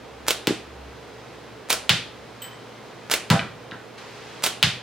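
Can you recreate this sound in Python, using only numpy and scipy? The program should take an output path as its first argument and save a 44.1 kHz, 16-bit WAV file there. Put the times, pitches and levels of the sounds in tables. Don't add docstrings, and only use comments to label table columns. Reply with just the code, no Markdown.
import sys
import numpy as np
from scipy import signal
from scipy.fft import rfft, irfft
from scipy.io import wavfile

SR = 44100
rng = np.random.default_rng(int(sys.argv[2]) if len(sys.argv) > 2 else 0)


def master_out(mix):
    frames = np.transpose(np.atleast_2d(mix))
    ceiling = np.clip(frames, -1, 1)
    pcm = np.round(ceiling * 32767).astype(np.int16)
    wavfile.write(sys.argv[1], SR, pcm)


N = 212694
TIME = np.arange(N) / SR


def amp(db):
    return 10 ** (np.asarray(db) / 20)


def unit_rms(x):
    return x / np.sqrt(np.mean(x ** 2) + 1e-20)


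def at_hz(table, hz):
    freqs, values = np.transpose(table)
    return np.interp(np.log(hz), np.log(freqs), values)


def click(s, db):
    return amp(db) * (np.arange(N) == round(s * SR))


def convolve(x, response):
    return signal.oaconvolve(np.atleast_2d(x), np.atleast_2d(response))[:, :N]


def butter(x, order, hz, kind="low"):
    return signal.sosfilt(signal.butter(order, hz, kind, fs=SR, output="sos"), x + 1e-18)


def echoed(x, echoes, dull_hz=6000):
    dull = butter(x, 1, dull_hz)
    return x + sum(amp(db) * np.interp(TIME - s, TIME, dull, left=0) for s, db in echoes)


def coloured(x, spectrum, size=2048):
    gain = amp(at_hz(spectrum, np.linspace(1, SR / 2, size // 2 + 1)))
    cepstrum = irfft(np.log(gain))
    causal_fold = np.r_[1, np.full(size // 2 - 1, 2), 1, np.zeros(size // 2 - 1)]
    pulse = irfft(np.exp(rfft(cepstrum * causal_fold)))
    return convolve(x, pulse / np.linalg.norm(pulse))[0]


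def resonance(x, hz, width_hz):
    r = np.exp(-np.pi * width_hz / SR)
    feedback = [1, -2 * r * np.cos(2 * np.pi * hz / SR), r * r]
    return signal.lfilter(np.array([1, 0, -1]) * (1 - r * r) / 2, feedback, x + 1e-18)


def narrow_noise(hz, width_hz):
    noise = rng.standard_normal(N + SR)
    return unit_rms(resonance(resonance(noise, hz, width_hz), hz, width_hz)[SR:])


def blow(s, db, hz, width_hz):
    pulse = resonance(resonance(click(s, 0), hz, width_hz), hz, width_hz)
    return amp(db) * pulse / np.linalg.norm(pulse)


# f/Hz, left minus right/dB
BALANCE = [(120, 1), (200, 2), (400, -3), (700, -3), (1300, -1.5), (2400, -0.4), (15000, 0)]
def diffuse_noise(spectrum, width, t60=None, size=N):
    edges_hz = np.geomspace(25, 17000, 29)
    white = rng.standard_normal((2, 2, size + SR // 4))
    ears = np.array([[1], [-1]])
    total = 0
    for k, (low, high) in enumerate(zip(edges_hz, edges_hz[1:])):
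        mid, side = butter(white[k % 2], 2, [low, high], "band")[:, -size:]
        hz = np.sqrt(low * high)
        side_gain = amp(at_hz(width, hz))
        band = (mid + ears * side_gain * side) / np.hypot(1, side_gain)
        band *= amp(at_hz(spectrum, hz) + ears * at_hz(BALANCE, hz) / 2)
        if t60:
            band *= np.exp(-np.log(1000) * TIME[:size] / at_hz(t60, hz))
        total += band
    return unit_rms(total)


# f/Hz, T60/s
TAIL_T60 = [(100, 0.58), (400, 0.4), (1200, 0.3532), (3000, 0.4167), (6000, 0.34), (10000, 0.32),
            (15000, 0.12)]
# f/Hz, level/dB
TAIL_SPECTRUM = [(100, 0), (500, -1), (1500, 2.4), (3000, -3.6), (6000, -1), (10000, -0.1), (15000, -5)]
# f/Hz, side minus mid/dB
TAIL_WIDTH = [(110, -19), (200, -15), (400, -6.5), (2400, -13), (4400, -5), (8000, -0.5), (15000, 12)]
def yard(x, build_s=0.0012):
    tail = diffuse_noise(TAIL_SPECTRUM, TAIL_WIDTH, TAIL_T60, size=SR // 2)
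    tail *= 1 - np.exp(-TIME[:SR // 2] / build_s)
    return convolve(x, tail / np.sqrt(np.sum(tail ** 2) / 2))


# f/Hz, level/dB
AIR_SPECTRUM = [(15, -67), (25, -61), (53, -20.5), (92, -20), (108, -7), (190, -8), (256, -4.5), (394, -7),
                (451, -2.5), (641, -10), (695, -8), (3920, -21.5), (16000, -43.5)]
# f/Hz, side minus mid/dB
AIR_WIDTH = [(60, -20), (110, -13.5), (200, -7), (700, -6.5), (2400, -11.5), (4400, -5.5), (8000, 1.5),
             (15000, 1)]
def outdoors(air_db=-42.5, hum_hz=118.2, hum_db=-55, whirr_db=-55):
    air = amp(air_db) * diffuse_noise(AIR_SPECTRUM, AIR_WIDTH)
    hum = amp(hum_db) * np.sqrt(2) * np.sin(2 * np.pi * hum_hz * TIME)
    whirr = amp(whirr_db) * narrow_noise(hz=443, width_hz=81)
    return air + hum + whirr


# t/s, half length/s, peak/dB
SWELL = (0.81, 0.12, -51)
def drone(start_db=-55, fade_db_per_s=3):
    s, half_s, peak_db = SWELL
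    fade = amp(start_db - fade_db_per_s * TIME)
    swell = amp(peak_db) * np.exp(-((TIME - s) / half_s) ** 2)
    return (fade + swell) * narrow_noise(hz=66.4, width_hz=7.3)


# t/s, length/s, level/dB, attack/s
RUSTLE_EVENTS = [(0.8, 0.58, -55.5, 0.082), (2.1, .98, -55.5, 0.053), (3.977, 0.405, -45, .002)]
# f/Hz, level/dB
RUSTLE_SPECTRUM = [(400, -1), (1200, 6.5), (3000, 2.5), (5000, -1.5), (8000, -10.5), (15000, -33)]
def rustle(scuff_s=0.013, growth_db_per_s=2, release_s=0.18):
    envelope = 0
    for s, length_s, db, attack_s in RUSTLE_EVENTS:
        age = np.maximum(TIME - s, 0)
        attack = 1 - np.exp(-age / attack_s)
        scuff = 1 + np.exp(-age / scuff_s)
        level = amp(db + growth_db_per_s * np.minimum(age, length_s))
        release = np.exp(-np.maximum(age - length_s, 0) / release_s)
        envelope += level * attack * scuff * release
    return envelope * diffuse_noise(RUSTLE_SPECTRUM, AIR_WIDTH)


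# t/s, level/dB
STRAY_HIT = (2.4195, -29)
# f/Hz, level/dB, T60/s
BAR_MODES = [(3070, -6.5, 0.5), (3100, -13.5, 0.58), (7830, -19, .21), (8020, -5, 0.17), (14100, -17, .1),
             (14550, -6, 0.21)]
def metal_ping(left_db=-3, yard_db=-9):
    s, db = STRAY_HIT
    age = np.maximum(TIME - s, 0)
    ring = 0
    for hz, mode_db, t60_s in BAR_MODES:
        decay = np.exp(-np.log(1000) * age / t60_s)
        ring += amp(db + mode_db) * np.sin(2 * np.pi * hz * age) * decay
    return ring * amp([[left_db], [0]]) + amp(yard_db) * yard(ring)


def bounces(s, db, hz, width_hz, loss_db, gap_s=0.019, gap_ratio=0.92, pitch_ratio=0.748):
    blows = 0
    for k in range(4):
        dulling = pitch_ratio ** k
        blows += blow(s, db - k * loss_db, hz * dulling, width_hz * dulling)
        s += gap_s * gap_ratio ** k
    return blows


# delay/s, level/dB
BOX_REFLECTIONS = [(.0020, -7.5), (.0080, -6)]
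# t/s, level/dB, f/Hz, bandwidth/Hz, yard send/dB, loss per bounce/dB
WOOD_KNOCKS = [(0.4760, -3, 2180, 2500, -19, 22), (2.4240, -17.5, 2500, 3200, 1.5, 3.5),
               (3.3022, -5, 3750, 2200, -10, 14), (3.3064, 3, 1170, 1340, -1, 6),
               (3.3160, 3.5, 438, 600, 3.5, 5.5), (3.3933, 2.5, 2200, 1290, -5, 8),
               (3.7127, -14.5, 3230, 1800, -0.5, 14), (3.7190, -11, 1550, 1000, -2.5, 7)]
def wood_knocks(contact_hz=5000, chatter_s=0.0024, chatter_db=-4):
    size = SR // 20
    direct, scattered = 0, 0
    for s, db, hz, width_hz, yard_db, loss_db in WOOD_KNOCKS:
        chatter = rng.standard_normal(size) * np.exp(-TIME[:size] / chatter_s)
        contact = amp(chatter_db) * chatter / np.linalg.norm(chatter) + signal.unit_impulse(size)
        knock = convolve(bounces(s, db, hz, width_hz, loss_db), contact / np.linalg.norm(contact))[0]
        direct += knock
        scattered += amp(yard_db) * knock
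    return butter(echoed(direct, BOX_REFLECTIONS) + yard(scattered), 2, contact_hz)


# t/s, level/dB, f/Hz, swell/s
CLOTH_THUMPS = [(0.4758, -7.5, 310, 0.0017), (1.9025, -18.5, 138, 0.0045), (3.306, -6, 158, 0.0041),
                (3.723, -28, 220, 0.0016), (4.638, -16.5, 136, 0.0044)]
# f/Hz, bandwidth/Hz, level/dB
CAVITY_MODES = [(97, 4, -25), (120, 3.8, 3), (158, 7.6, -14)]
# delay/s, level/dB
WALL_REFLECTIONS = [(0.0184, -6.5), (0.031, -2.5), (.0480, -10.5)]
def cloth(yard_db=-9, low_cut_hz=85):
    push = 0
    for s, db, hz, swell_s in CLOTH_THUMPS:
        age = np.clip(TIME - s, 0, 20 * swell_s)
        envelope = (age / swell_s * np.exp(1 - age / swell_s)) ** 2
        push -= amp(db) * np.sin(2 * np.pi * hz * age) * envelope
    push = butter(push, 3, low_cut_hz, "high")
    boom = sum(amp(db) * resonance(push, hz, width_hz) for hz, width_hz, db in CAVITY_MODES)
    return echoed(push + boom, WALL_REFLECTIONS) + amp(yard_db) * yard(push)


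# t/s, crack/dB, ring/dB, yard send/dB
TARGET_HITS = [(0.4718, 6, -7.5, -2.5), (1.8936, -2, 17, -4), (3.302, 6, -3.5, 0.5), (4.6280, -11, 18, -5)]
# f/Hz, level/dB
CRACK_SPECTRUM = [(100, -16), (500, 5), (1500, 0), (2600, 6.5), (4200, 3), (6000, -2), (10000, -7),
                  (15500, -9.5)]
# f/Hz, level/dB
PLATE_SPECTRUM = [(100, -21), (500, -15.5), (1000, -15), (1500, -10), (2300, -4.5), (2750, -3),
                  (3200, -0.5), (3900, -2.5), (5200, -9.5), (8000, -19.5), (12000, -22), (15500, -24)]
def target():
    direct, scattered = 0, 0
    for s, crack_db, ring_db, yard_db in TARGET_HITS:
        hit = coloured(click(s, crack_db), CRACK_SPECTRUM) + coloured(click(s, ring_db), PLATE_SPECTRUM)
        direct += hit
        scattered += amp(yard_db) * hit
    return echoed(direct, BOX_REFLECTIONS, dull_hz=4060) + yard(scattered, build_s=0.00092)


# f/Hz, level/dB
RUBBER_SPECTRUM = [(60, -15), (150, -16), (400, 0), (1000, -2.5), (1600, -3.5), (2400, 0), (3600, -0.5),
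                   (5200, -3), (8000, -5), (12000, -8), (15500, -7.5)]
def rubber_bands(snaps, rise_s=0.0039, flutter_s=0.016, burst_s=0.00098, burst_db=-13,
                 grain_db=4.0, yard_db=22):
    cracks, envelope, scattered = 0, 0, 0
    for s, crack_db, flutter_db in snaps:
        age = TIME - s
        flutter = np.exp(-np.minimum(np.maximum(-age / rise_s, age / flutter_s), 20))
        burst = np.exp(-np.minimum(np.abs(age) / burst_s, 20))
        envelope += amp(flutter_db) * flutter + amp(crack_db + burst_db) * burst
        cracks += click(s, crack_db)
        scattered += click(s, flutter_db + yard_db)
    grains = unit_rms(rng.standard_normal(N) * amp(grain_db * rng.standard_normal(N)))
    return coloured(cracks + envelope * grains, RUBBER_SPECTRUM), coloured(scattered, RUBBER_SPECTRUM)


# t/s, slip/dB, whip/dB, whip flutter/dB, slap/dB, pouch clack/dB, clack f/Hz
SLINGSHOT_SHOTS = [(0.2832, -10, 1, -19, -3, -1, 3380), (1.7040, -16.5, -6, -16, -2, -24, 2880),
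                   (3.1150, -4, -4, -17, 0.5, -1, 2300), (4.4397, -11, -4, -16.5, -11, -0.5, 3100)]
# f/Hz, level/dB
SLIP_SPECTRUM = [(200, -6.5), (800, -1.5), (1800, -0.5), (3500, -9), (7000, -12), (15000, -23)]
# delay/s, level/dB
GROUND_REFLECTIONS = [(.0030, -22.5), (.0067, -10.5)]
def slingshot(slip_lead_s=0.0158, slap_lag_s=0.0244, slap_flutter_db=-22, pouch_yard_db=-5, left_db=-2.5):
    snaps, slips, clacks = [], 0, 0
    for s, slip_db, whip_db, flutter_db, slap_db, clack_db, clack_hz in SLINGSHOT_SHOTS:
        slips += click(s - slip_lead_s, slip_db)
        snaps += [(s, whip_db, flutter_db), (s + slap_lag_s, slap_db, slap_flutter_db)]
        clacks += blow(s + slap_lag_s, clack_db, clack_hz, width_hz=1600)
    bands, scattered = rubber_bands(snaps)
    pouch = clacks + coloured(slips, SLIP_SPECTRUM)
    right = echoed(bands + pouch, GROUND_REFLECTIONS, dull_hz=12000)
    left = amp(left_db) * np.roll(right, 1)
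    return np.array([left, right]) + yard(scattered + amp(pouch_yard_db) * pouch)


def scene():
    return slingshot() + target() + cloth() + wood_knocks() + metal_ping() + rustle() + outdoors() + drone()


def record(dry, low_cut_hz=38, top_cut_hz=16200):
    top_cut = signal.ellip(10, .1, 80, top_cut_hz, fs=SR, output="sos")
    clipped = np.clip(signal.sosfilt(top_cut, dry), -1, 1)
    return signal.sosfilt(top_cut, butter(clipped, 2, low_cut_hz, "high"))


dry = scene()
out = record(dry)
master_out(out)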